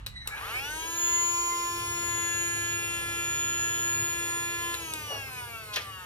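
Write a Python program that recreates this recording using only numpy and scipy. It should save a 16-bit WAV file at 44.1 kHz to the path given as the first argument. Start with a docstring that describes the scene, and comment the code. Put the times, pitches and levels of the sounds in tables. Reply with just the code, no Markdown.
"""A living room, with a small handheld vacuum close to the two microphone ports of a phone.
A button clicks; the brushless motor chirps, rattles up to speed and whines on the multiples of its
shaft rate, over rushing air and the impeller's whistle. The nozzle lifts a folded paper strip and air
hisses past its edge. A second press lets the rotor coast down; the paper flutters off and lands.
Behind it all are a low hum, a dull rumble and a short tail from the walls."""
import sys
import numpy as np
from scipy import signal
from scipy.fft import rfft, irfft
from scipy.io import wavfile

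SR = 44100
rng = np.random.default_rng(int(sys.argv[2]) if len(sys.argv) > 2 else 0)


def bounce(signal):
    """Save signal as a 16-bit WAV file at the path given by the first command-line argument."""
    frames = np.transpose(np.atleast_2d(signal))
    limited = np.clip(frames, -1, 1)
    pcm = np.round(limited * 32767).astype(np.int16)
    wavfile.write(sys.argv[1], SR, pcm)


N = 267113
TIME = np.arange(N) / SR
FREQ = np.fft.rfftfreq(N, 1 / SR)
SIDES = np.array([[1], [-1]])  # left port, right port
POWER_S, OFF_S = .25, 4.75
TOP_HZ = 15750  # upper limit of the microphone

# Full speed, a little higher while the paper chokes the nozzle: (time [s], shaft rate [Hz])
FULL_SPEED = [(1.25, 346.3), (1.7, 346.2), (2.35, 342.2), (3.7, 340.6), (4.7, 342.7)]
# Friction and air slow the unpowered rotor: (time [s], shaft rate [Hz])
COAST_SPEED = [(4.745, 342.7), (4.8, 333.9), (5.09, 292.4), (5.38, 247.6), (5.65, 215.4), (6.06, 177.2)]


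def shaft(nudge_s=.16, nudge_hz_per_s=590, nudge_top_hz=89.66, spin_up_s=.339):
    """The driver drags the rotor round, full power takes over, and once switched off it coasts."""
    full, = curves(FULL_SPEED)
    nudge = np.clip(nudge_hz_per_s * (TIME - nudge_s), 0, nudge_top_hz) / full
    driven = np.maximum(nudge, np.tanh((TIME - POWER_S) / spin_up_s))
    share = np.where(TIME < OFF_S, driven, curves(COAST_SPEED)[0] / full)
    octave = np.log2(np.maximum(share, 1e-3))  # 0 at full speed, negative below
    effort = (1 - driven ** 2) * ramp(POWER_S)
    coasting = ramp(OFF_S)
    return full * share, octave, effort, coasting


# The motor's lines: (shaft multiple, relative level [dB])
MOTOR_LINES = [(1, -29.0), (2, -44.0), (3, -30.3), (4, -27.3), (5, -13.5), (6, -20), (7, -20.5), (8, -20.5),
               (9, -21.5), (10, -16.0), (11, -23.5), (12, -15.5), (13, -22.5), (14, -28.0), (15, -22.5),
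               (16, -20.5), (17, -20.5), (18, -28.0), (19, -19.5), (21, -16.0), (22, -29.0), (23, -31.5),
               (24, -20.5), (25, -9.0), (26, -16.0), (27, -22.5), (28, -31.5), (29, -29.5), (30, -16.5),
               (31, -25.0), (32, -29.5), (33, -24.0), (34, -28.5), (35, -28.0), (36, -26.0), (37, -48.5),
               (38, -45.5), (39, -25.5), (40, -18.5), (41, -36.5), (42, -28.5), (43, -33.0), (44, -31.5),
               (45, -18.0)]
# What the plastic shell lets through: (frequency [Hz], gain [dB])
SHELL_GAIN = [(200, -7.0), (350, 0.0), (700, 2.5), (1000, 2.5), (1250, 0.0), (1500, -2.5), (1900, -10.5),
              (2400, -2.5), (2700, -6.0), (2870, -6.0), (3100, -10.0), (3750, -17.0), (4500, -19.0),
              (5750, -23.0), (6500, -23.5), (7750, -12.5), (9300, -15.5), (11000, -18.5), (15500, -22.0)]
# Lines with their own answer to load: (shaft multiple, gain at full effort [dB], gain coasting [dB])
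LINE_LOAD = [(1, -8.5, -0.5), (3, -4, -2), (4, -12, -3), (5, 4.5, -11), (6, -7, -4), (7, -2.5, -3),
             (8, -30.0, -1), (9, 13, -3), (10, -1, -3), (11, 0, -5), (12, 2, -4.5), (13, 0, -7), (15, 9, 0),
             (25, -26.0, -11.5), (26, -38.0, -6.0), (30, -7.5, -0.5), (35, 6.5, 8.0), (40, -25.5, -3.0),
             (45, -10.0, -7.5)]
# A line swells or sinks as it crosses a resonance or its path to the microphone changes:
# (shaft multiple, time [s], half length [s], gain [dB])
LINE_SWELLS = [(3, 2.2, .13, 5.5), (3, 2.95, .25, -3.5), (3, 3.85, .15, 3), (3, 4.65, .08, 6),
               (3, 5.97, .17, -9), (5, .67, .07, 4), (5, 1.13, .06, 4), (5, 1.4, .12, -4), (5, 1.7, .06, 6),
               (5, 1.86, .03, -6), (5, 2.65, .1, 3), (5, 2.88, .07, -4), (5, 3.07, .06, 3),
               (5, 5.7, .08, 5), (5, 6.02, .06, 7), (6, .87, .1, -7), (6, 1.15, .1, 6), (6, 1.53, .03, 11),
               (6, 1.63, .02, 7), (6, 1.71, .04, -9), (6, 2.05, .2, 5), (6, 4.9, .08, -6), (6, 6, .15, 4),
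               (7, 1.55, .06, -5), (8, 1.15, .15, 4), (8, 1.9, .04, -7), (8, 2.35, .05, 4),
               (8, 2.55, .14, -4), (8, 2.88, .07, 4), (8, 3.06, .05, -8), (8, 3.8, .07, -4),
               (9, .39, .08, 8), (9, .57, .04, 5), (9, 1.2, .2, 5), (9, 2.35, .05, -8), (9, 3.65, .35, 7),
               (9, 3.98, .04, -9), (9, 4.35, .2, -7), (9, 4.68, .07, 5), (9, 5.36, .06, 5),
               (10, .655, .035, 7), (10, .73, .03, -5), (10, .82, .03, 3), (10, .93, .05, -7),
               (10, 1.08, .06, 5), (10, 1.48, .08, -9), (10, 2.5, .14, -8), (10, 5.13, .07, 7),
               (12, .65, .05, 6), (12, 1, .2, 3), (15, .32, .04, 8), (15, 5.63, .15, -7), (13, 1.3, .3, 6),
               (16, 1.8, .25, 10), (30, 2.4, .4, 6), (30, 4.35, .12, -10), (35, 5.42, .07, 8),
               (35, 5.6, .15, 3), (40, 1.02, .08, 9), (40, 3.85, .3, 5), (40, 5.05, .1, 4)]
# The nozzle dips towards the microphone: (time [s], dip [1 = fully dipped])
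NOZZLE_DIP = [(0.7, 0.28), (1.05, 0.48), (1.2, 0.59), (1.55, 0.87), (2, 0.49), (2.35, -0.04), (3.5, -0.07),
              (4.7, 0.1)]
# Change at full dip: (shaft multiple, gain [dB], left minus right [dB], left lead [rad])
DIPPED_LINES = [(3, 11.5, 13, -3), (4, 0, -3, -.4), (5, -16, -8, -2.4), (6, -6, 2.5, -1.5),
                (7, -1, 5, 1.35), (8, -9, -3, .4), (9, 3, -3, 2.1), (10, -8, -2, -3), (12, -9, -3.5, -1),
                (15, 6, 0, 0), (25, -6, 0, 0), (30, 4, 0, 0), (40, 5, 0, 0)]


def motor(speed, angle, octave, effort, coasting, level_db=-18.3, straining_db=-7.5, coasting_db=-1):
    """Close up, shaft multiples glide through the shell's resonances, less steady on a slow rotor."""
    dip, = curves(NOZZLE_DIP)
    dipped = {round(k): change for k, *change in DIPPED_LINES}
    loaded = {round(k): change for k, *change in LINE_LOAD}
    loose = 8 * np.clip(1 - speed / speed.max(), 0, .25)
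    angle = angle + (.005 + .018 * loose) * walk(70)
    out = np.zeros((2, N))
    for k, db in MOTOR_LINES:
        unbalance, blade = k == 1, k > 10 and k % 5 == 0
        db_per_octave = 39 if unbalance else 10 if blade else 16
        strain_db, free_db = loaded.get(k, (0, 0))
        load_db = (straining_db + strain_db) * effort + (coasting_db + free_db) * coasting
        # small moves of the hand change each line's path to the microphone
        unrest_db = 1.2 * walk(3) + 2.4 * loose * walk(18) + 1.2 * walk(25)
        swell_db = sum(size * np.exp(-((TIME - s) / length) ** 2)
                       for line, s, length, size in LINE_SWELLS if line == k)
        shell_db = at(SHELL_GAIN, k * speed)
        level = level_db + db + db_per_octave * octave + load_db + shell_db + unrest_db + swell_db
        phase = k * angle + rng.uniform(0, 2 * np.pi)
        if k in dipped:
            change_db, lean_db, lead = dipped[k]
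            level = level + dip * (change_db + SIDES * lean_db / 2)
            phase = phase + dip * SIDES * lead / 2
        out = out + undb(level) * np.sin(phase)
    return np.sqrt(2) * out * ramp(POWER_S)


# The whistle beams past the microphone as the hand moves:
# (time [s], level [dB], left lead [rad], left minus right [dB])
WHISTLE_BEAM = [(.3, -90, 4.6, 0), (.58, -56, 4.7, 0), (.64, -47, 5, 4), (.76, -45.5, 4.3, 8),
                (.88, -37, 4, 0), (.95, -36, 4.2, -1), (1, -28, 4, 0), (1.16, -25, 4.3, 1),
                (1.3, -29, 4.4, 4), (1.48, -31, 4.6, -6), (1.55, -37, 4.2, -13), (1.66, -35, 5, -12),
                (1.8, -43, 4.5, -6), (1.9, -36.5, 3.6, 0), (2.05, -33, 3.7, 7), (2.24, -32, 5, 12),
                (2.5, -31, 4.3, -2), (2.6, -35, 4.5, -1), (2.75, -32.5, 3.9, -1), (2.83, -38.5, 3.8, 2),
                (2.95, -39, 2.3, 9), (3.04, -47, 2.5, 0), (3.25, -35, 2.4, 0), (3.42, -31, 2.9, 0),
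                (3.7, -31.5, 2.8, -2), (4.04, -30, 3.3, 2), (4.18, -37.5, 3, 5), (4.3, -34.5, 2.6, -1),
                (4.76, -42, 2.5, -1), (4.82, -46, 5, 1), (5, -50, 5.2, 1), (5.14, -46, 5.2, 0),
                (5.4, -61, 4.3, 0), (6.05, -61, 4.3, 0)]


def whistle(angle, octave, multiple=20):
    """The impeller's tone meets the ports out of step and unequally loud, rougher below full speed."""
    db, lead, lean_db = curves(WHISTLE_BEAM)
    loose = np.clip(-8 * octave, 0, 1)
    level = db + (1 + 1.5 * loose) * walk(60) - 1.5 * loose
    lean = undb(SIDES * lean_db / 2)
    lean = lean / np.sqrt(np.mean(lean ** 2, axis=0))
    phase = multiple * angle + (.1 + .6 * loose) * walk(150) + SIDES * lead / 2
    return np.sqrt(2) * undb(level) * lean * np.sin(phase)


# Air through filter and vents: (frequency [Hz], relative density [dB])
AIR_SPECTRUM = [(100, -10.5), (250, -10), (440, 1), (660, -5.5), (830, -4), (1500, -15.5), (2200, -12.5),
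                (2950, -6), (3400, -11), (3900, -6), (5000, -10.5), (6200, -10), (7500, -7), (9500, -7.5),
                (11500, -8), (13000, -17.5), (15500, -15)]


def air(angle, octave, effort, level_db=-43.5, db_per_octave=9.5, effort_db=10, gust_db=.5):
    """Turbulent air rushes through the vacuum, chopped a little once a turn."""
    flow_db = level_db + db_per_octave * octave + effort_db * effort
    rush = noise() * (1 + .086 * np.cos(angle)) * undb(gust_db * walk(25))
    return unit(shaped(rush, undb(at(AIR_SPECTRUM, FREQ)))) * undb(flow_db)


def rattle(speed, angle, octave, effort, coasting, start_db=-24.5, coast_db=-53.5, width_octaves=.7):
    """The rotor shakes rough shaft multiples out of the shell: a rattle starting, a whirr coasting."""
    gain = undb(start_db + 10.5 * octave) * effort ** 2 + undb(coast_db) * coasting
    centre_hz = 1740 * 2 ** (.18 * octave)
    cluster, power = 0, 1e-3
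    for k in range(3, 32):
        octaves_off = np.log2((k * speed + 1) / centre_hz)
        weight = np.exp(-.5 * (octaves_off / width_octaves) ** 2) * undb(4.5 * walk(12))
        cluster = cluster + weight * np.sin(k * angle + .4 * walk(200) + rng.uniform(0, 2 * np.pi))
        power = power + weight ** 2 / 2
    grit = undb(3 * effort * walk(300))
    return gain * grit * cluster / np.sqrt(power)


def high_comb(speed, angle, scatter_db=3):
    """As the rotor slows, a faint comb of still higher shaft multiples sinks into hearing."""
    comb = 0
    for k in range(MOTOR_LINES[-1][0] + 1, 85):
        audible = np.clip((TOP_HZ - k * speed) / 1000, 0, 1)
        gain = audible * undb(scatter_db * walk(2))
        comb = comb + gain * np.sin(k * angle + rng.uniform(0, 2 * np.pi))
    return undb(-70) * comb * (speed / 200) ** 2


# The driver chops the coil current to start the rotor: (time [s], level [dB], split [0-1])
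CHIRP_SHAPE = [(.085, -73, 0.1), (.11, -69, 0.1), (.154, -54, 0), (.162, -43, .2), (.22, -47, 1),
               (.26, -52, .8), (.3, -51, 1), (.38, -50, 1), (.42, -60, 1)]
# The coils' tones: (multiple of the chopping rate, relative level [dB])
CHIRP_TONES = [(1, 3), (2, -5), (3, -22), (4, -18), (5, -25)]


def coil_chirp(angle, chop_hz=1974, end_s=.41, split_per_turn=3.3):
    """The coils sing at the chopping rate; once the field turns, the lowest tone splits in two."""
    db, split = curves(CHIRP_SHAPE)
    turning = 1 - split + np.sqrt(2) * split * np.cos(split_per_turn * angle)
    out = 0
    for k, tone_db in CHIRP_TONES:
        gain = undb(tone_db + 4 * walk(50)) * (turning if k == 1 else 1)
        out = out + gain * np.sin(2 * np.pi * k * chop_hz * TIME + .45 * walk(400))
    return np.sqrt(2) * undb(db) * out * (1 - ramp(end_s))


# The button is pressed and let go: (time [s], relative level [dB], gain of modes above 5 kHz [dB])
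BUTTON_SNAPS = [(0.0633, -35, -20), (0.0663, -33.5, -30), (0.2741, -33, -14), (4.742, -33, -25),
                (4.749, -38, -18), (4.9373, -42.5, -7)]
# Modes of the plastic: (frequency [Hz], width [Hz], gain [dB])
BUTTON_MODES = [(537, 52, 8.5), (1300, 910, 2), (2680, 710, 7.5), (3890, 280, 14), (5900, 5400, 15.5),
                (7450, 360, 31.5), (12000, 4000, -48.5)]


def button(decay_s=.0014, tail_db=-14, tail_s=.018):
    """Each snap of the switch rings the plastic and dies away inside the shell."""
    dull, bright = np.zeros(N), np.zeros(N)
    for s, db, bright_db in BUTTON_SNAPS:
        age = np.maximum(TIME - s, 0)
        envelope = np.exp(-age / decay_s) + undb(tail_db) * np.exp(-age / tail_s)
        snap = undb(db) * (TIME >= s) * envelope * noise()
        dull += snap
        bright += snap * undb(bright_db)
    return 2 * sum(undb(db) * shaped(bright if hz > 5000 else dull, resonance(hz, width))
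                   for hz, width, db in BUTTON_MODES)


# The paper closes the nozzle: (time [s], hiss level at full speed [dB])
GAP_HISS = [(.9, -60), (1.45, -55), (1.62, -49), (1.85, -53), (2.1, -62), (4.7, -85)]


def gap_hiss(octave, hz=5000, width_hz=1700, db_per_octave=24):
    """The narrow gap between nozzle and paper hisses while the impeller draws air."""
    db, = curves(GAP_HISS)
    level = db + db_per_octave * octave + 2 * walk(15)
    return undb(level) * unit(shaped(noise(), resonance(hz, width_hz) ** 2))


# The strip flutters off and lands nearby: (time [s], level [dB], rise [s], decay [s], centre [Hz])
PAPER_FLAPS = [(5.125, -37.5, .025, .045, 650), (5.28, -49, .015, .03, 1100),
               (5.739, -31.5, .005, .02, 3500), (5.7605, -22, .001, .011, 3100),
               (5.769, -31, .003, .026, 2200), (5.766, -39, .003, .03, 550), (5.819, -42, .003, .015, 4000)]


def paper(crackle_db=.5, grain_samples=32):
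    """The folded strip flaps and slaps in short swells of crackling noise."""
    out = 0
    for s, db, rise, decay, hz in PAPER_FLAPS:
        swell = np.exp(np.minimum((TIME - s) / rise, (s - TIME) / decay))
        rustle = noise()
        grains = np.repeat(rng.standard_normal(N // grain_samples + 1), grain_samples)[:N]
        band = resonance(hz, .47 * hz) * resonance(hz, 3 * hz)
        out = out + undb(db) * swell * unit(shaped(rustle * undb(-crackle_db * grains), band))
    return out


# The room's hum: (frequency [Hz], level [dB])
HUM_LINES = [(70, -56), (103.5, -53), (138.5, -60.5), (207.5, -65.5), (274.5, -67)]
# Its slow swell: (time [s], gain [dB])
HUM_SWELL = [(0, -2.5), (1.65, -10), (1.8, 0.5), (3, 1.5), (3.8, 3.5), (4.4, -1.5), (4.8, -1.5), (6.05, -4)]


def hum(waver_db=3, wander_rad=.45):
    """A low hum stands in the room, each line wavering in level and phase."""
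    swell_db, = curves(HUM_SWELL)
    out = 0
    for hz, db in HUM_LINES:
        gain = undb(db + swell_db + waver_db * walk(11))
        out = out + gain * np.sin(2 * np.pi * hz * TIME + wander_rad * walk(10))
    return np.sqrt(2) * out


# Room tone: (frequency [Hz], relative density [dB])
ROOM_SPECTRUM = [(20, -44), (33, -34), (50, -31), (80, 2), (120, -0.5), (180, -12), (300, -27),
                 (1000, -18.5), (4000, -27), (15000, -87)]


def rumble(room_db=-52, deep_db=-48, fade_db_per_s=5.5):
    """Dull room tone swells with the hum; a deeper rumble beneath it fades steadily."""
    swell_db, = curves(HUM_SWELL)
    floor = unit(shaped(noise(), undb(at(ROOM_SPECTRUM, FREQ))))
    deep = unit(shaped(noise(), resonance(hz=51.8, width_hz=31) ** 3))
    return undb(room_db + .79 * swell_db) * floor + undb(deep_db - fade_db_per_s * TIME) * deep


def walls(x, t60_s=.35, dull_hz=7000):
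    """The walls return a short, dull tail, different at each port."""
    decay = undb(-60 * TIME / t60_s) * (TIME > .004)
    tails = [noise() * decay for _ in range(2)]
    lowpass = 1 / (1 + 1j * FREQ / dull_hz) ** 2
    return np.array([shaped(x, lowpass * rfft(tail / np.linalg.norm(tail))) for tail in tails])


# Phase between the microphone ports: (frequency [Hz], left lead [rad])
PORT_PHASE = [(100, 0), (400, -.2), (690, 1.8), (850, .8), (1020, 2.1), (1360, .5), (1710, 1.5),
              (2050, 2.6), (2390, 2.2), (2740, 1.6), (3420, 1.1), (3800, 2.3), (4400, 1.8), (5800, .9),
              (6850, 2.35), (7700, 3.1), (9000, 3.1), (10250, 1.7), (11500, .2), (13200, -.4),
              (15700, -2.7)]
# Balance between them: (frequency [Hz], left minus right [dB])
PORT_BALANCE = [(100, -2), (340, 2), (700, 2), (1030, 1), (1700, 2), (2050, -1.5), (2400, 0), (2740, 5),
                (3070, 0), (3420, 3), (4200, .5), (16000, 0)]


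def ports(x):
    """The two microphone ports hear a near source with different phase and level."""
    left = np.exp(.5j * at(PORT_PHASE, FREQ)) * undb(at(PORT_BALANCE, FREQ) / 2)
    return shaped(x, np.array([left, 1 / left]))


def undb(db):
    """Decibels to gain."""
    return 10 ** (np.asarray(db) / 20)


def curves(table):
    """The columns of a time table at every sample."""
    s, *columns = np.transpose(table)
    return [np.interp(TIME, s, c) for c in columns]


def at(table, hz):
    """A spectrum table read on a log-frequency axis."""
    f, value = np.transpose(table)
    return np.interp(np.log(np.maximum(hz, 1)), np.log(f), value)


def unit(x):
    """Scale to rms 1."""
    return x / np.std(x)


def shaped(x, gain):
    """Filter by a gain for every frequency."""
    return irfft(rfft(x) * gain, N)


def resonance(hz, width_hz):
    """Response of one damped mode."""
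    return 1 / (1 + 1j * (FREQ ** 2 - hz ** 2) / (np.maximum(FREQ, 1) * width_hz))


def noise():
    """White noise."""
    return rng.standard_normal(N)


def walk(rate):
    """A random curve with a spread near 1, through rate new values a second."""
    return 1.2 * np.interp(TIME * rate, np.arange(4096), rng.standard_normal(4096))


def ramp(start_s, length_s=.01):
    """A short rise from 0 to 1."""
    return np.clip((TIME - start_s) / length_s, 0, 1)


def scene(waver_hz=.2, tone_echo_db=-11.5, whistle_echo_db=-21, noise_echo_db=-7.5):
    """The vacuum and the paper close to the microphone, the living room around them."""
    speed, octave, effort, coasting = shaft()
    angle = 2 * np.pi * np.cumsum(speed + waver_hz * walk(7)) / SR  # the shaft wavers under load
    tones = motor(speed, angle, octave, effort, coasting) + high_comb(speed, angle) + coil_chirp(angle)
    noises = rattle(speed, angle, octave, effort, coasting) + air(angle, octave, effort)
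    noises = noises + gap_hiss(octave) + button() + paper()
    beam = whistle(angle, octave)
    echo = walls(undb(tone_echo_db) * tones.mean(axis=0) + undb(whistle_echo_db) * beam[0]
                 + undb(noise_echo_db) * noises)
    direct = ports(tones + noises + hum() + rumble()) + beam
    side_rumble = SIDES * undb(-10) * rumble()  # the part that differs between the ports
    return direct + echo + side_rumble


def record(dry):
    """The phone cuts the top with a steep low-pass."""
    return signal.sosfilt(signal.ellip(10, .2, 80, TOP_HZ, fs=SR, output="sos"), dry)


dry = scene()
out = record(dry)
bounce(out)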